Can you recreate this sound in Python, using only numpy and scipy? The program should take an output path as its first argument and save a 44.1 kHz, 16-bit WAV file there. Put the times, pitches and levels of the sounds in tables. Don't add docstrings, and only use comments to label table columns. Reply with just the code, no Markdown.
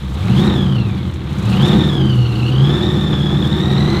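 import sys
import numpy as np
from scipy import signal
from scipy.fft import rfft, irfft
from scipy.io import wavfile
from scipy.ndimage import uniform_filter1d

SR = 44100
rng = np.random.default_rng(int(sys.argv[2]) if len(sys.argv) > 2 else 0)


def store_pcm(level_fs):
    pcm = np.round(np.clip(level_fs, -1, 1) * 32767).astype(np.int16)
    wavfile.write(sys.argv[1], SR, np.atleast_2d(pcm).T)


N = 176400
T = np.arange(N) / SR
MEAN_LOAD_DB = -30

# time in seconds, level in dB.
BARK_LEVELS = [(0, -41.5), (0.2, -39), (0.47, -19), (0.7, -28), (1, -33.5), (1.2, -33.5), (1.5, -32.5),
               (1.78, -17), (1.9, -27), (2.04, -20.5), (2.2, -29), (2.5, -24), (2.76, -20), (3.15, -26),
               (3.5, -23), (4, -21.5)]
# frequency in Hz, relative level in dB.
GAS_SPECTRUM = [(150, 8), (450, 4), (600, -2.5), (790, -1.5), (1250, -1.5), (1600, -5.5), (2600, -13.5),
                (4000, -29), (5000, -21), (7000, -34), (12000, -63)]
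# frequency in Hz, relative level in dB.
GRIT_SPECTRUM = [(3000, -6), (7500, 2.5), (11000, -7.5), (15000, -18)]


def from_db(db):
    return 10 ** (np.asarray(db) / 20)


def rms_one(x):
    return x / np.sqrt(np.mean(x ** 2) + 1e-20)


def in_time(rows):
    return np.interp(T, *np.transpose(rows))


def swing(rows):
    db = in_time(rows)
    return db - db.mean()


def at_hz(spectrum, hz):
    f, db = np.transpose(spectrum)
    return from_db(np.interp(np.log(hz + 1e-3), np.log(f), db))


def colour(x, spectrum):
    return rms_one(irfft(rfft(x) * at_hz(spectrum, np.arange(N // 2 + 1) * SR / N), N))


def drift(rate_hz):
    f = np.arange(N // 2 + 1) * SR / N
    return rms_one(irfft(rfft(rng.standard_normal(N)) / (1 + (f / rate_hz) ** 2), N))


def resonate(x, hz, width_hz):
    r = np.exp(-np.pi * width_hz * np.pi / 2 / SR)
    stage = [1 - r, 0, r - 1, 1, -2 * r * np.cos(2 * np.pi * hz / SR), r * r]
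    return signal.sosfilt([stage, stage], x + 1e-18)


def even(x, span_s):
    return x / np.sqrt(np.abs(uniform_filter1d(x * x, int(span_s * SR) + 1)) + 1e-14)


def die_away(clicks, decay_s):
    return signal.lfilter([1], [1, -np.exp(-1 / (decay_s * SR))], clicks + 1e-18)


def walls(x, echo_db, reach_s):
    fade_s = .25
    out = x.copy()
    for place, coin in rng.random((60, 2)):
        delay_s = .002 + reach_s * place
        lag = int(delay_s * SR)
        out[lag:] += np.sign(coin - .5) * from_db(echo_db - 60 * delay_s / fade_s) * x[:N - lag]
    return out


def firings(bank_turns, pattern_db, spread_db, jitter_s):
    starts = np.flatnonzero(np.diff(np.floor(2 * bank_turns)))
    timing, strength = rng.standard_normal((2000, 2))[:len(starts)].T
    starts = np.clip(starts + (timing * jitter_s * SR).astype(int), 0, N - 1)
    clicks = np.zeros(N)
    clicks[starts] = from_db(np.resize(pattern_db, len(starts)) + spread_db * np.clip(strength, -2, 2))
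    return clicks


def ground_rumble():
    # frequency in Hz, relative level in dB.
    spectrum = [(25, 11), (38, -9), (70, -13), (2000, -65)]
    return from_db(-45.5) * colour(rng.standard_normal(N), spectrum)


def exhaust(clicks, bank_turns):
    # pitch in Hz, width in Hz, level in dB,
    # share of the boom's swing, share of the bark's swing.
    pipe_rings = [(72.3, 13.5, -23, 0.081, 0.28), (99.8, 9, -27, 0.46, 0.13),
                  (127.9, 16.5, -21, 0.31, 0.13), (188.5, 9.3, -22, 0.66, 0), (203.4, 7.5, -25, 0.34, 0.97),
                  (238.5, 10.8, -35, 0.78, 0.36), (280.8, 17, -33, 0.17, 0.45),
                  (327.9, 15.3, -29, 0.015, 0.79), (361.5, 19, -31.5, 0.2, 0.95)]
    # time in seconds, level in dB.
    boom_levels = [(0, -33), (0.2, -40.5), (0.3, -13), (0.5, -19), (0.65, -16), (0.85, -26.5), (1.05, -27),
                   (1.17, -41.5), (1.32, -31), (1.55, -14.5), (1.78, -18.5), (2.1, -23.5), (2.3, -37),
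                   (2.55, -33.5), (2.75, -24.5), (4, -22.5)]
    # time in seconds, level in dB.
    note_levels = [(0,-31.5),(.2,-18.5),(.33,-16.5),(.43,-14.5),(.52,-47),(.68,-24.5),(.78,-11),(.92,-23.5),(1.3,-37),(1.47,-16),(1.65,-12.5),(1.76,-23.5),(1.9,-28.5),(2.07,-13),(2.2,-11.5),(2.33,-16),(2.5,-15),(2.64,-9.5),(2.78,-23.5),(3.35,-17),(3.7,-30)]
    boom_db, bark_db = swing(boom_levels), swing(BARK_LEVELS)
    pipes = np.zeros(N)
    for hz, width, db, boom_share, bark_share in pipe_rings:
        ring = even(resonate(clicks, hz, width), span_s=.098)
        pipes += from_db(db + boom_share * boom_db + bark_share * bark_db) * ring
    pipes = signal.sosfilt(signal.butter(8, 65.5, "high", fs=SR, output="sos"), pipes)
    note = np.sqrt(2) * np.sin(2 * np.pi * bank_turns + .11 * drift(5.5))
    return pipes + from_db(in_time(note_levels) + 1.5 * drift(30)) * note


def exhaust_tones(bank_hz, bank_turns):
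    # multiple of the bank's firing rate, relative level in dB.
    overtones = [(2, -3.5), (2.375, -5.5)]
    # frequency in Hz, gain in dB.
    bark_spectrum = [(260, -12), (325, -4), (365, 0), (440, -45)]
    # time in seconds, level in dB.
    drone_levels = [(3.3, -38), (3.6, -24), (3.85, -22), (4, -28)]

    def tone(multiple):
        phase = 2 * np.pi * multiple * bank_turns + .4 * drift(5)
        return np.sqrt(2) * np.sin(phase) * from_db(3.6 * drift(2.8))

    bark_db = in_time(BARK_LEVELS)
    bark = sum(from_db(db + bark_db) * at_hz(bark_spectrum, k * bank_hz) * tone(k) for k, db in overtones)
    return bark + from_db(in_time(drone_levels)) * tone(multiple=.86)


def snarl(bank_turns, load_db):
    edge_db = [-2.5, -24, -10.5, -1.5, -47, -10.5, -28, -7]
    edges = firings(bank_turns, edge_db, spread_db=8.5, jitter_s=.00008)
    edges = colour(walls(edges, echo_db=-2, reach_s=.06), GAS_SPECTRUM)
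    edges = signal.sosfilt(signal.butter(4, [420, 1500], "band", fs=SR, output="sos"), edges)
    return from_db(MEAN_LOAD_DB - 2.3 + .66 * load_db) * even(edges, span_s=.04)


def howl(clicks, load_db):
    # pitch in Hz, level in dB at mean load.
    pitches = [(441, -44), (497, -44), (703, -49), (734, -40.5), (819, -43)]
    rings = sum(from_db(db) * even(resonate(clicks, hz, width_hz=16), span_s=.6) for hz, db in pitches)
    return from_db(load_db) * rings


def roar(puffs, load_db, surge):
    # frequency in Hz, relative level in dB.
    air_spectrum = [(2000, 1), (2800, -1.5), (3300, 3), (3750, 3), (4200, -3), (4800, -18), (7000, -54)]
    gas = colour(rng.standard_normal(N) * (1 + .52 * puffs), GAS_SPECTRUM)
    air = colour(rng.standard_normal(N) * (1 + .43 * puffs), air_spectrum)
    gas_db = MEAN_LOAD_DB - 5 + load_db + 4.5 * drift(21)
    air_load_db = np.maximum(load_db, -3.5)
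    air_db = -35.5 + .89 * air_load_db + 3 * surge + drift(60)
    return from_db(gas_db) * gas + from_db(air_db) * air


def blower(blower_hz, bank_turns, surge):
    # multiple of the lowest pitch, relative level in dB.
    harmonics = [(1, -4), (2, -1), (3, -3), (4, -8)]
    # frequency in Hz, gain in dB.
    intake_spectrum = [(800, -20), (1400, -8), (2300, 1.5), (2850, 3), (3500, 5), (4150, -1), (4700, -11),
                       (5500, -17), (7500, -15), (9000, -31)]
    # time in seconds, relative level in dB.
    whine_levels = [(0.1, -39), (0.34, -30), (0.45, -30), (0.6, -33), (0.7, -39.5), (0.775, -36),
                    (0.85, -42), (0.97, -45), (1.1, -39), (1.38, -40), (1.55, -28), (1.68, -26),
                    (1.8, -28.5), (2.05, -32.5), (2.3, -36), (2.5, -31), (2.75, -29), (3.15, -32.5),
                    (4, -28.5)]
    flutter = .01406 * drift(17.97)
    roughness = (.026 + .0397 * surge) * drift(258)
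    phase = 2 * np.pi * np.cumsum(blower_hz * (1 + flutter + roughness)) / SR
    cycle = np.sin(np.pi * bank_turns / 2 + .96 * drift(24))
    throb = rms_one(from_db(3.7 * cycle + 2 * np.clip(drift(34), -2, 1)))
    whine = np.zeros(N)
    for k, db in harmonics:
        tone = np.sin(k * phase) * from_db(4.2 * drift(120))
        tone = even(walls(tone, echo_db=-24, reach_s=.035), span_s=.014)
        whine += from_db(db) * at_hz(intake_spectrum, k * blower_hz) * tone
    sink_db = .09 * np.maximum(1130 - blower_hz, 0)
    duck_db = 7.5 * surge
    return from_db(in_time(whine_levels) - 1 - sink_db - duck_db) * throb * whine


def bright_hiss(puffs):
    # frequency in Hz, relative level in dB.
    spectrum = [(2000, -8), (4500, 5.5), (7000, 2), (12000, -6), (15500, -8.5)]
    # time in seconds, relative level in dB.
    levels = [(0, -55.5), (0.2, -51), (0.4, -45.5), (0.62, -52), (0.85, -55), (1.25, -56), (1.5, -46.5),
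              (1.72, -45.5), (2, -53), (2.8, -49.5), (3.2, -51), (4, -48.5)]
    crackles_per_s = 160
    grains = (rng.random(N) < crackles_per_s / SR) * rng.random(N)
    crackle = colour(rng.standard_normal(N) * die_away(grains, decay_s=.0043), GRIT_SPECTRUM)
    hiss = colour(rng.standard_normal(N) * (1 + .15 * puffs), spectrum)
    return from_db(3.5 + in_time(levels) + 1.2 * drift(33)) * (hiss + from_db(-11) * crackle)


def surging(blower_hz):
    full_hz_per_s, gone_at_hz = 1986, 1700
    hz_per_s = uniform_filter1d(np.gradient(blower_hz) * SR, size=2000)
    climb = np.clip(hz_per_s / full_hz_per_s, 0, 1)
    return climb ** 2 * np.clip((gone_at_hz - blower_hz) / 200, 0, 1)


def grit_ticks():
    # start in seconds, relative peak level in dB.
    hits = [(0.1436, -35), (0.4658, -31), (0.8864, -40), (1.1378, -33), (1.3294, -36), (1.385, -34),
            (1.4252, -34), (1.4556, -31), (1.503, -35), (1.6202, -34), (1.6566, -33), (1.6801, -31),
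            (1.9679, -38), (2.0552, -34), (2.1545, -36)]
    clicks = np.zeros(N)
    for start_s, db in hits:
        clicks[int(start_s * SR)] = from_db(db - 7.5)
    return die_away(clicks, decay_s=.008) * colour(rng.standard_normal(N), GRIT_SPECTRUM)


def scene():
    # time in seconds, the blower's lowest pitch in Hz.
    speeds = [(0.0, 785), (0.14, 782.3), (0.25, 1250), (0.35, 1476), (0.41, 1826), (0.5, 1853),
              (0.66, 1658), (0.78, 1433), (0.92, 1189), (1.25, 881.3), (1.5, 1354), (1.59, 1507),
              (1.66, 1779), (1.77, 1831), (1.9, 1739), (2.0, 1602), (2.15, 1478), (2.32, 1392),
              (2.48, 1449), (2.62, 1602), (2.76, 1767), (3.0, 1803), (3.2, 1719), (3.55, 1819), (4.0, 2041)]
    # time in seconds, relative level of its roar in dB.
    loads = [(0, -47), (0.2, -36.5), (0.46, -24.5), (0.65, -32.5), (0.95, -38.5), (1.2, -46.5),
             (1.45, -31.5), (1.62, -26), (1.7, -21), (1.9, -29.5), (2.2, -33.5), (2.48, -33), (2.73, -27.5),
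             (3.15, -31.5), (3.5, -29.5), (4, -26)]
    cylinder_db = [0, -4, 1.5, -3, 4, -15.5, -3.5, -5.5]
    blower_hz, load_db = in_time(speeds), in_time(loads) - MEAN_LOAD_DB
    surge = surging(blower_hz)
    bank_hz = blower_hz / 11.8
    bank_turns = np.cumsum(bank_hz) / SR
    clicks = firings(bank_turns, cylinder_db, spread_db=3.5, jitter_s=.0014)
    puffs = rms_one(die_away(clicks, decay_s=.0018))
    rumble = ground_rumble()
    engine = exhaust(clicks, bank_turns) + exhaust_tones(bank_hz, bank_turns)
    engine += snarl(bank_turns, load_db) + howl(clicks, load_db) + roar(puffs, load_db, surge)
    whine = blower(blower_hz, bank_turns, surge)
    return (rumble + engine + whine + bright_hiss(puffs) + grit_ticks())[None]


def record(dry):
    cutoff_hz = 15550
    rounded = dry / (1 + dry ** 8) ** (1 / 8)
    return signal.sosfilt(signal.ellip(12, .1, 90, cutoff_hz, fs=SR, output="sos"), rounded)


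dry = scene()
out = record(dry)
store_pcm(out)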